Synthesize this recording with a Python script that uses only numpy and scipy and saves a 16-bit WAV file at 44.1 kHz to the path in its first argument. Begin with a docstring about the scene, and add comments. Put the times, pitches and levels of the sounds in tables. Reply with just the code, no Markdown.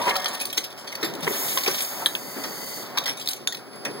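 """Aluminium cans jostle and clink on a canning line close by, their thin walls crackling at each touch.
Hard stops clack and plastic guides knock. A pusher scrapes to a halt and leaves a rail ringing.
A gas jet swells and shuts off, over the rumble of the machines.
Two microphone openings (ports), close together, are widened to stereo by delay and subtraction."""
import sys
import numpy as np
from scipy import signal
from scipy.fft import rfft, irfft, next_fast_len
from scipy.io import wavfile
from scipy.ndimage import map_coordinates

SR = 44100
rng = np.random.default_rng(int(sys.argv[2]) if len(sys.argv) > 2 else 0)


def store_pcm(level_fs):
    """Save levels as 16-bit WAV."""
    pcm = np.round(np.clip(level_fs, -1, 1) * 32767).astype(np.int16)
    wavfile.write(sys.argv[1], SR, np.atleast_2d(pcm).T)


N = 176400
T = np.arange(N) / SR
HIT_T = T[:SR // 4]  # time within one hit
CLINK_RISE_S = 0.0022
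NEAR_ONLY = [[1], [0]]  # sounds have two rows: near port, far port

# Levels are relative. A "colour" is the level at each pitch; a "decay" is the time to fade by 60 dB.
# main colour of a can wall (frequency [Hz], level [dB])
CAN_WALL = [(300, -53), (1200, -17.5), (2300, -3.5), (3400, 1.5), (4400, -1.5), (5050, -6), (5550, 3.5),
            (6200, -9.5), (7500, -22)]
# its bright top (frequency [Hz], level [dB])
CAN_SIZZLE = [(4500, -25), (6500, -3.5), (9000, 2.5), (11000, 1), (13000, -5), (15500, -1.5)]


def cans(boost_db=5, ring_db=-5, detune=0.025):
    """Each touch gives a short crackle and a faint ring; no two cans are tuned quite alike."""
    # cans touching (time [s], level before the boost [dB], treble [dB], decay [s])
    clinks = [(.014, -27, -11, 0.03), (.039, -29, -17, 0.026), (0.057, -38, -14, 0.035),
              (.093, -17, -7, 0.031), (0.154, -20.5, -11, 0.069), (0.161, -29.5, 6.5, 0.041),
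              (.197, -28, -5, 0.051), (0.257, -17.5, -26, 0.052), (.281, -31.5, 2.5, 0.071),
              (.33, -35.5, 2, 0.09), (0.35, -40, 14, 0.022), (0.399, -30, 1.5, 0.078),
              (0.412, -26, 4, 0.075), (0.452, -35.5, 11, 0.054), (.466, -35, 1, 0.063),
              (0.488, -43, 2, 0.043), (0.527, -21.5, -3.5, 0.035), (0.571, -26, -8, 0.044),
              (.577, -15, -5, 0.043), (.639, -29, -5.5, 0.09), (.714, -38, -9, .03),
              (0.724, -38, -4, 0.027), (0.776, -43, -3, 0.29), (0.873, -33, -11, 0.12),
              (0.924, -28.5, -16, 0.032), (.952, -25, -1, 0.03), (1.012, -33, -7, 0.061),
              (1.028, -23, -8, 0.096), (1.043, -27.5, -1.5, 0.11), (1.08, -37, -15, 0.071),
              (1.138, -37, 2, 0.038), (1.152, -36, 5, 0.029), (1.206, -40, 6, .04),
              (1.229, -31.5, -5, 0.074), (1.242, -28, -5, 0.053), (1.274, -42, 4, .08),
              (1.574, -25, -6.5, 0.036), (1.584, -21, -7, 0.029), (1.632, -27.5, 0, 0.089),
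              (1.661, -20, -16, 0.033), (1.675, -18, -19, 0.058), (1.699, -27, -3.5, 0.051),
              (1.712, -21, -6, 0.033), (1.735, -29, 2, 0.028), (1.805, -21.5, -5, 0.063),
              (1.82, -32.5, 9.5, 0.089), (1.846, -24.5, 3, 0.029), (2.437, -26.5, -13, 0.078),
              (2.973, -19, -8, 0.06), (2.985, -23.5, 5.5, 0.018), (3.036, -30.5, -8, 0.053),
              (3.058, -27, -5, 0.13), (3.077, -22, -14, 0.04), (3.089, -22, -9, 0.056),
              (3.096, -29, -8, 0.12), (3.127, -41, 3, .03), (3.17, -37.5, -1, 0.1), (3.197, -37, 3, 0.069),
              (3.21, -34, -0.5, 0.13), (3.258, -33, 2, 0.052), (3.274, -29, 7, 0.034),
              (3.288, -30, 6, 0.065), (3.305, -35, 4.5, 0.1), (3.333, -31, 9, 0.03), (3.345, -45, 0, .03),
              (3.361, -40, 2, 0.082), (3.546, -24.5, -10, 0.029), (3.569, -35.5, -10, 0.047),
              (3.73, -42.5, -10, 0.05), (3.757, -53, 10.5, 0.044), (3.85, -23.5, -14.5, 0.068)]
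    # notes a can rings at (frequency [Hz], level [dB], decay [s])
    can_notes = [(2420, -5, 0.034), (3505, -14, 0.062), (3866, -22, 0.034), (5500, -16, 0.12),
                 (9040, -17.5, 0.12), (11500, -13, 0.07)]
    out = np.zeros((2, N))
    for start, db, treble_db, decay in clinks:
        ring = 0
        for hz, note_db, note_decay in can_notes:
            note = tone(hz * (1 + detune * rng.normal()), HIT_T)
            ring += amp(note_db) * note * fade(note_decay, CLINK_RISE_S)
        wall = crackle(treble_db) * fade(decay, CLINK_RISE_S)
        add(out, start, amp(db + boost_db) * (wall + amp(ring_db) * ring))
    return out


def crackle(treble_db):
    """A thin can wall chatters at many pitches at once."""
    body = noise(CAN_WALL, len(HIT_T), uneven_db=7)
    sizzle = noise(CAN_SIZZLE, len(HIT_T), uneven_db=7)
    chatter = unit(amp(1.5 * wobble(517, HIT_T)))
    return (body + amp(treble_db) * sizzle) * chatter


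def rims():
    """Can rims snap against each other with dry clicks."""
    # clicks (time [s], level [dB])
    snaps = [(.0935, -19), (0.167, -8), (.4108, -11.5), (0.454, -17), (0.5762, -12.5), (0.642, -25),
             (.953, -27), (1.138, -23), (1.152, -19.5), (1.8065, -16), (2.975, -14.5), (2.985, -8.5),
             (3.0583, -15), (3.077, -11.5), (3.2745, -10), (3.2879, -8.5), (3.3329, -15), (3.4734, -10),
             (3.547, -19), (3.851, -12.5)]
    # colour of a click (frequency [Hz], level [dB])
    colour = [(600, -18), (2000, -16), (3600, 10), (6000, 6.5), (10000, -15), (15500, 5.5)]
    out = np.zeros((2, N))
    for start, db in snaps:
        click = noise(colour, len(HIT_T), uneven_db=8) * fade(decay_s=0.011, rise_s=0.00015)
        add(out, start, amp(db) * click)
    return out


def jostle(touches_per_s=100, spread_db=4.5, treble_db=-6, decay_s=0.089):
    """Many cans touch faintly, at random, further along the queue."""
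    # loudness of the queue (time [s], level [dB])
    loudness = [(0, -33.5), (.35, -36.5), (.7, -44), (1.05, -43), (1.75, -34), (2.2, -61), (2.9, -48),
                (3.3, -41), (3.65, -60), (4, -46)]
    touches = (rng.random(N) < touches_per_s / SR) * amp(spread_db * rng.standard_normal(N))
    fading_touches = unit(signal.fftconvolve(touches, fade(decay_s, CLINK_RISE_S))[:N])
    walls = noise(CAN_WALL) + amp(treble_db) * noise(CAN_SIZZLE)
    return amp(curves(loudness)[0]) * fading_touches * walls


def hard_stops():
    """A hard stop pings straight at the near port, and the sound scatters through the machine."""
    # clacks (time [s], level [dB], ping pitch [Hz], scatter compared with ping [dB])
    clacks = [(0.244, -12.5, 3350, -8.5), (1.5745, -3.5, 3330, -15), (2.06, 3, 3370, -14.5),
              (2.152, -5, 3260, -15), (3.4735, -4.5, 2790, -10.5), (3.524, -18, 3300, -7.5)]
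    pings, scatter = np.zeros((2, 2, N))
    for start, db, hz, scatter_db in clacks:
        ping = np.sqrt(2) * np.sin(2 * np.pi * hz * HIT_T) * fade(decay_s=0.0049, rise_s=0.0003)
        add(pings, start, amp(db) * ping * NEAR_ONLY)
        clatter = crackle(treble_db=-5) * fade(decay_s=0.047, rise_s=0.00033)
        add(scatter, start, amp(db + scatter_db) * clatter)
    return pings, scatter


def guides():
    """A knock on a plastic guide gives a dull thud and rattles the frame."""
    # knocks (time [s], level [dB], pitch [Hz], rattle [dB], decay [s])
    knocks = [(.076, -24.5, 415, 6, 0.069), (.088, -21, 964, 4, 0.045), (.107, -22, 1537, 10, 0.037),
              (0.159, -14.5, 1290, -21, 0.03), (0.257, -23.5, 1210, -3, 0.05), (.575, -28, 346, 2, 0.08),
              (1.027, -24, 342.6, 0, 0.17), (1.186, -30, 276, -19, 0.081), (1.229, -33, 169, -5, 0.21),
              (1.268, -17.5, 440, 3.5, 0.028), (1.274, -17.5, 396, -7, 0.076),
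              (1.2765, -18, 1440, 13, 0.016), (1.307, -21.5, 388, -10, 0.085), (1.346, -30, 391, 0, 0.16),
              (1.572, -18, 1098, -3.5, 0.06), (1.662, -35.5, 790, 14.5, 0.084),
              (1.678, -16.5, 374, -2, 0.069), (2.021, -25, 910, -15, 0.075), (2.06, -18, 1677, -1.5, 0.04),
              (2.363, -33.5, 273, -4.5, 0.33), (2.439, -35.5, 1290, 5, 0.17),
              (2.973, -21.5, 1088, -1, 0.071), (3.06, -26.5, 1990, -2, 0.11),
              (3.08, -38, 1200, 13.5, 0.083), (3.851, -38.5, 431, 12.5, 0.14)]
    # notes within a thud (multiple of the pitch, level [dB])
    thud_notes = [(.8, -9.5), (1, 1.5), (1.45, -4.5)]
    out = np.zeros((2, N))
    for start, db, hz, rattle_db, decay in knocks:
        blur_radians = 1.53 * min(1, amp(rattle_db))  # more rattle, less clear pitch
        thud = 0
        for ratio, note_db in thud_notes:
            phase = 2 * np.pi * ratio * hz * HIT_T + blur_radians * wobble(142, HIT_T)
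            thud += amp(note_db) * np.sin(phase)
        knock = thud * NEAR_ONLY + amp(rattle_db) * frame_rattle()
        add(out, start, amp(db) * knock * fade(decay, rise_s=0.0017))
    return out


def frame_rattle():
    """The shaken frame makes noise with no clear pitch."""
    # colour of the frame (frequency [Hz], level [dB])
    colour = [(70, -48), (130, -25), (300, -8.5), (700, -0.5), (1300, 1), (2000, 3), (3200, -0.5),
              (6000, -82)]
    return noise(colour, len(HIT_T), uneven_db=1.5)


def pusher(ring_start_s=0.1, ring_decay_s=1.33):
    """A juddering scrape ends by setting a steel rail ringing."""
    # loudness of the scrape (time [s], level [dB])
    loudness = [(0, -26.5), (.02, -26.5), (.05, -26.5), (.07, -22.5), (.09, -21), (.11, -35), (.16, -30.5),
                (.19, -64), (.3, -55), (.5, -92)]
    # colour of the scrape (frequency [Hz], level [dB])
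    colour = [(100, -15), (300, -14), (420, -7), (520, 4.5), (700, -1), (860, -5), (960, 11.5), (1100, -2),
              (1400, -8), (1850, -9.5), (2500, -8), (5000, -23)]
    # notes of the rail (frequency [Hz], level [dB])
    rail_notes = [(565, -36.5), (640, -49), (745, -40), (950, -42), (1152, -34), (1680, -40.5), (1823, -39),
                  (2120, -44), (3692, -63)]
    out = amp(curves(loudness)[0] + 2.2 * wobble(69)) * noise(colour)
    for hz, db in rail_notes:
        ring = amp(db + 4 * wobble(27)) * wavering_tone(hz, radians=0.76, rate=35)
        add(out, ring_start_s, ring * fade(ring_decay_s, rise_s=0.006, t=T))
    return out


def gas_jet():
    """Gas hisses out, sags and shuts off; it turns hollow as the listener moves along the guides."""
    # loudness of the hiss (time [s], level [dB])
    loudness = [(0, -64), (1.18, -54), (1.24, -45), (1.29, -29.5), (1.45, -25.5), (1.56, -25),
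                (1.62, -30.5), (1.8, -28.5), (1.92, -32), (2.2, -35.5), (2.4, -33.5), (2.78, -30.5),
                (2.82, -32.5), (2.88, -44.5), (3.05, -48), (4, -72)]
    # colour facing the nozzle (frequency [Hz], level [dB])
    front_colour = [(500, -18), (1500, -12), (2200, 6.5), (2900, -4), (3600, 4), (4400, -7), (5000, 4),
                    (5500, 0), (6300, 2.5), (7600, -0.5), (8700, 1.5), (10000, 0.5), (10900, -1),
                    (12300, 2), (14500, 5.5), (15800, 0)]
    # colour further along the guides (frequency [Hz], level [dB])
    aside_colour = [(500, -8.5), (1600, -28), (2040, 14.5), (2300, -11), (3200, -1), (3500, -5),
                    (3800, 4.5), (4100, -5), (4450, 4.5), (4950, 5), (5250, 0.5), (5600, 1), (6500, 3.5),
                    (7200, 5.5), (7700, 0.5), (9300, 0.5), (10900, -7), (12500, 3), (14000, 4), (15500, 3)]
    # blend between them (time [s], share of the second colour [0-1])
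    blend = [(1.8, 0), (2.45, 0.95)]
    share, = curves(blend)
    front = np.sqrt(1 - share) * noise(front_colour, uneven_db=3.5)
    aside = np.sqrt(share) * noise(aside_colour, uneven_db=4)
    return amp(curves(loudness)[0] + 0.3 * wobble(29.7)) * (front + aside)


def valve(start_s=1.275, db=-41, start_hz=6340, end_hz=5200, sag_s=0.2):
    """A breathy squeal sinks in pitch as the jet starts."""
    out = np.zeros((2, N))
    hz = end_hz + (start_hz - end_hz) * np.exp(-T / sag_s) + 170 * wobble(830)
    squeal = np.sin(2 * np.pi * np.cumsum(hz) / SR) * fade(decay_s=0.3, rise_s=0.0087, t=T)
    add(out, start_s, amp(db) * squeal * NEAR_ONLY)
    return out


def machinery():
    """The conveyor rumbles and whirrs while its motors hum."""
    # loudness of the machines (time [s], rumble [dB], whirr [dB])
    loudness = [(0, -40, -36), (.3, -46, -33), (.5, -46.5, -43.5), (.72, -50.5, -44.5), (.95, -47.5, -39.5),
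                (1.1, -38, -36.5), (1.25, -42.5, -36), (1.42, -39.5, -37), (1.62, -41, -37.5),
                (1.73, -39, -35), (1.86, -51.5, -40), (2, -43, -35.5), (2.25, -42.5, -41.5),
                (2.4, -42.5, -37.5), (2.7, -43.5, -42), (3, -43, -36.5), (3.25, -49, -45),
                (3.45, -47.5, -45), (3.72, -48, -44), (3.87, -37.5, -41), (4, -42.5, -40.5)]
    # colour of the low rumble (frequency [Hz], level [dB])
    rumble_colour = [(25, -10), (50, -12), (95, -19), (120, -3.5), (170, -1.5), (260, 2), (400, 4),
                     (600, 0), (1000, -18), (2000, -47)]
    # colour of the rattling whirr (frequency [Hz], level [dB])
    whirr_colour = [(250, -47), (550, 2), (800, 3), (1100, 1.5), (1500, -2), (2200, -5), (3600, -12.5),
                    (4900, -11.5), (5550, -11.5), (6400, -23), (10000, -27.5), (16000, -16)]
    # motor notes (frequency [Hz], level [dB])
    motor_notes = [(120, -62), (270, -58.5), (392, -57), (736, -59.5), (949, -70)]
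    rumble_db, whirr_db = curves(loudness)
    rumble = amp(rumble_db + 1.9 * wobble(25.15)) * noise(rumble_colour)
    whirr = amp(whirr_db + 1.5 * wobble(50)) * noise(whirr_colour)
    hum = sum(amp(db + 2.5 * wobble(10)) * wavering_tone(hz, radians=0.74, rate=16)
              for hz, db in motor_notes)
    return rumble + whirr + hum


def drive_whistles():
    """The motor drives give thin, slightly unsteady whistles."""
    # loudness of both whistles (time [s], level [dB])
    loudness = [(3.3, -63), (3.65, -55), (4, -52)]
    # whistle notes (frequency [Hz], added level [dB])
    notes = [(4856, 4), (10092, -5)]
    level, = curves(loudness)
    return sum(amp(level + db + 2.5 * wobble(13)) * wavering_tone(hz, radians=0.41, rate=50)
               for hz, db in notes)


def room(sound, decay_s=0.17, db=-11):
    """The machine housing and the hall answer with a short, blurred echo."""
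    tail = rng.standard_normal((2, SR // 2)) * fade(decay_s, rise_s=0.012, t=T[:SR // 2])
    tail /= np.linalg.norm(tail[0])
    return amp(db) * signal.fftconvolve(sound[:1], tail, axes=1)[:, :N]


def amp(db):
    """Turn decibels into a multiplier."""
    return 10 ** (np.asarray(db) / 20)


def unit(x):
    """Scale to an average strength (rms) of 1."""
    return x / np.sqrt(np.mean(x ** 2) + 1e-20)


def along(points, hz):
    """Read between (frequency, value) points, with octaves evenly spaced."""
    frequencies, values = np.transpose(points)
    return np.interp(np.log(hz + 1), np.log(frequencies + 1), values)


def curves(rows):
    """One value per sample for each column after the time."""
    times, *columns = np.transpose(rows)
    return [np.interp(T, times, column) for column in columns]


def wobble(rate, axis=T):
    """A smooth curve through `rate` random points per unit of the axis (seconds by default)."""
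    points = rng.standard_normal(int(axis[-1] * rate) + 4)
    return map_coordinates(points, [axis * rate], mode="nearest")


def noise(colour, size=N, uneven_db=0):
    """Noise at both ports, with random peaks and dips in its colour."""
    hz = np.fft.rfftfreq(size, 1 / SR)
    gain = amp(along(colour, hz) + uneven_db * wobble(1 / 300, hz))
    white = rng.standard_normal((2, size))
    return unit(irfft(rfft(white) * gain, size))


def tone(hz, t):
    """A pure note that reaches each port at a random point in its cycle."""
    return np.sqrt(2) * np.sin(2 * np.pi * (hz * t + rng.random((2, 1))))


def wavering_tone(hz, radians, rate):
    """A note whose wave drifts ahead and behind at random."""
    return tone(hz, T + radians * wobble(rate) / (2 * np.pi * hz))


def fade(decay_s, rise_s, t=HIT_T):
    """Rise quickly, then die away."""
    return np.exp(-np.log(1000) * t / decay_s) * (1 - np.exp(-t / rise_s))


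def add(out, start_s, sound):
    """Mix a sound into out at its start time."""
    part = out[:, max(0, round(start_s * SR)):][:, :sound.shape[1]]
    part += sound[:, :part.shape[1]]


def widen_dips(comb, width=0.28):
    """Broaden the gaps of a comb, a filter with evenly spaced silent pitches."""
    return comb * np.abs(comb) ** 3 / np.sqrt(comb ** 6 + width ** 6)


def scene(far_port_db=-7.5):
    """Everything as it reaches the near and the far port."""
    pings, scatter = hard_stops()
    hits = cans() + rims() + scatter + guides()
    background = jostle() + pusher() + gas_jet() + valve() + machinery() + drive_whistles()
    return (pings + hits + room(hits) + background) * amp([[0], [far_port_db]])


def record(dry, low_cut_hz=120, top_hz=15850, port_delay_s=16 / SR, gain_db=-2):
    """Make stereo from the ports' sum (mid) and difference (side); trim deep bass and top treble."""
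    # strength of the side signal (frequency [Hz], gain [dB])
    side_gain = [(60, -1), (300, -2.5), (700, -5.5), (1200, 1), (2200, 0), (5500, 0), (16000, 0.5)]
    # shift of the mid wave against the side in the bass (frequency [Hz], phase [radians])
    bass_shift = [(60, 2), (200, 0.85), (450, 1.55), (900, 1.38), (1400, 1.7)]
    size = next_fast_len(N + SR // 4)
    hz = np.fft.rfftfreq(size, 1 / SR)
    low = 1j * hz / low_cut_hz
    low_cut = low ** 2 / (low ** 2 + low + 1)
    near, far = rfft(dry, size) * low_cut
    turn = np.pi * hz * port_delay_s
    # mid dips where side peaks, except in the bass, which mid keeps whole
    bass = np.exp(1j * along(bass_shift, hz))
    mid = (near + far) * np.where(turn < np.pi / 2, bass, 1j * widen_dips(np.sin(turn)))
    side = (near - far) * widen_dips(np.cos(turn)) * amp(along(side_gain, hz))
    stereo = np.array([mid + side, mid - side])
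    return irfft(amp(gain_db) * stereo * (hz < top_hz), size)[:, :N]


dry = scene()
out = record(dry)
store_pcm(out)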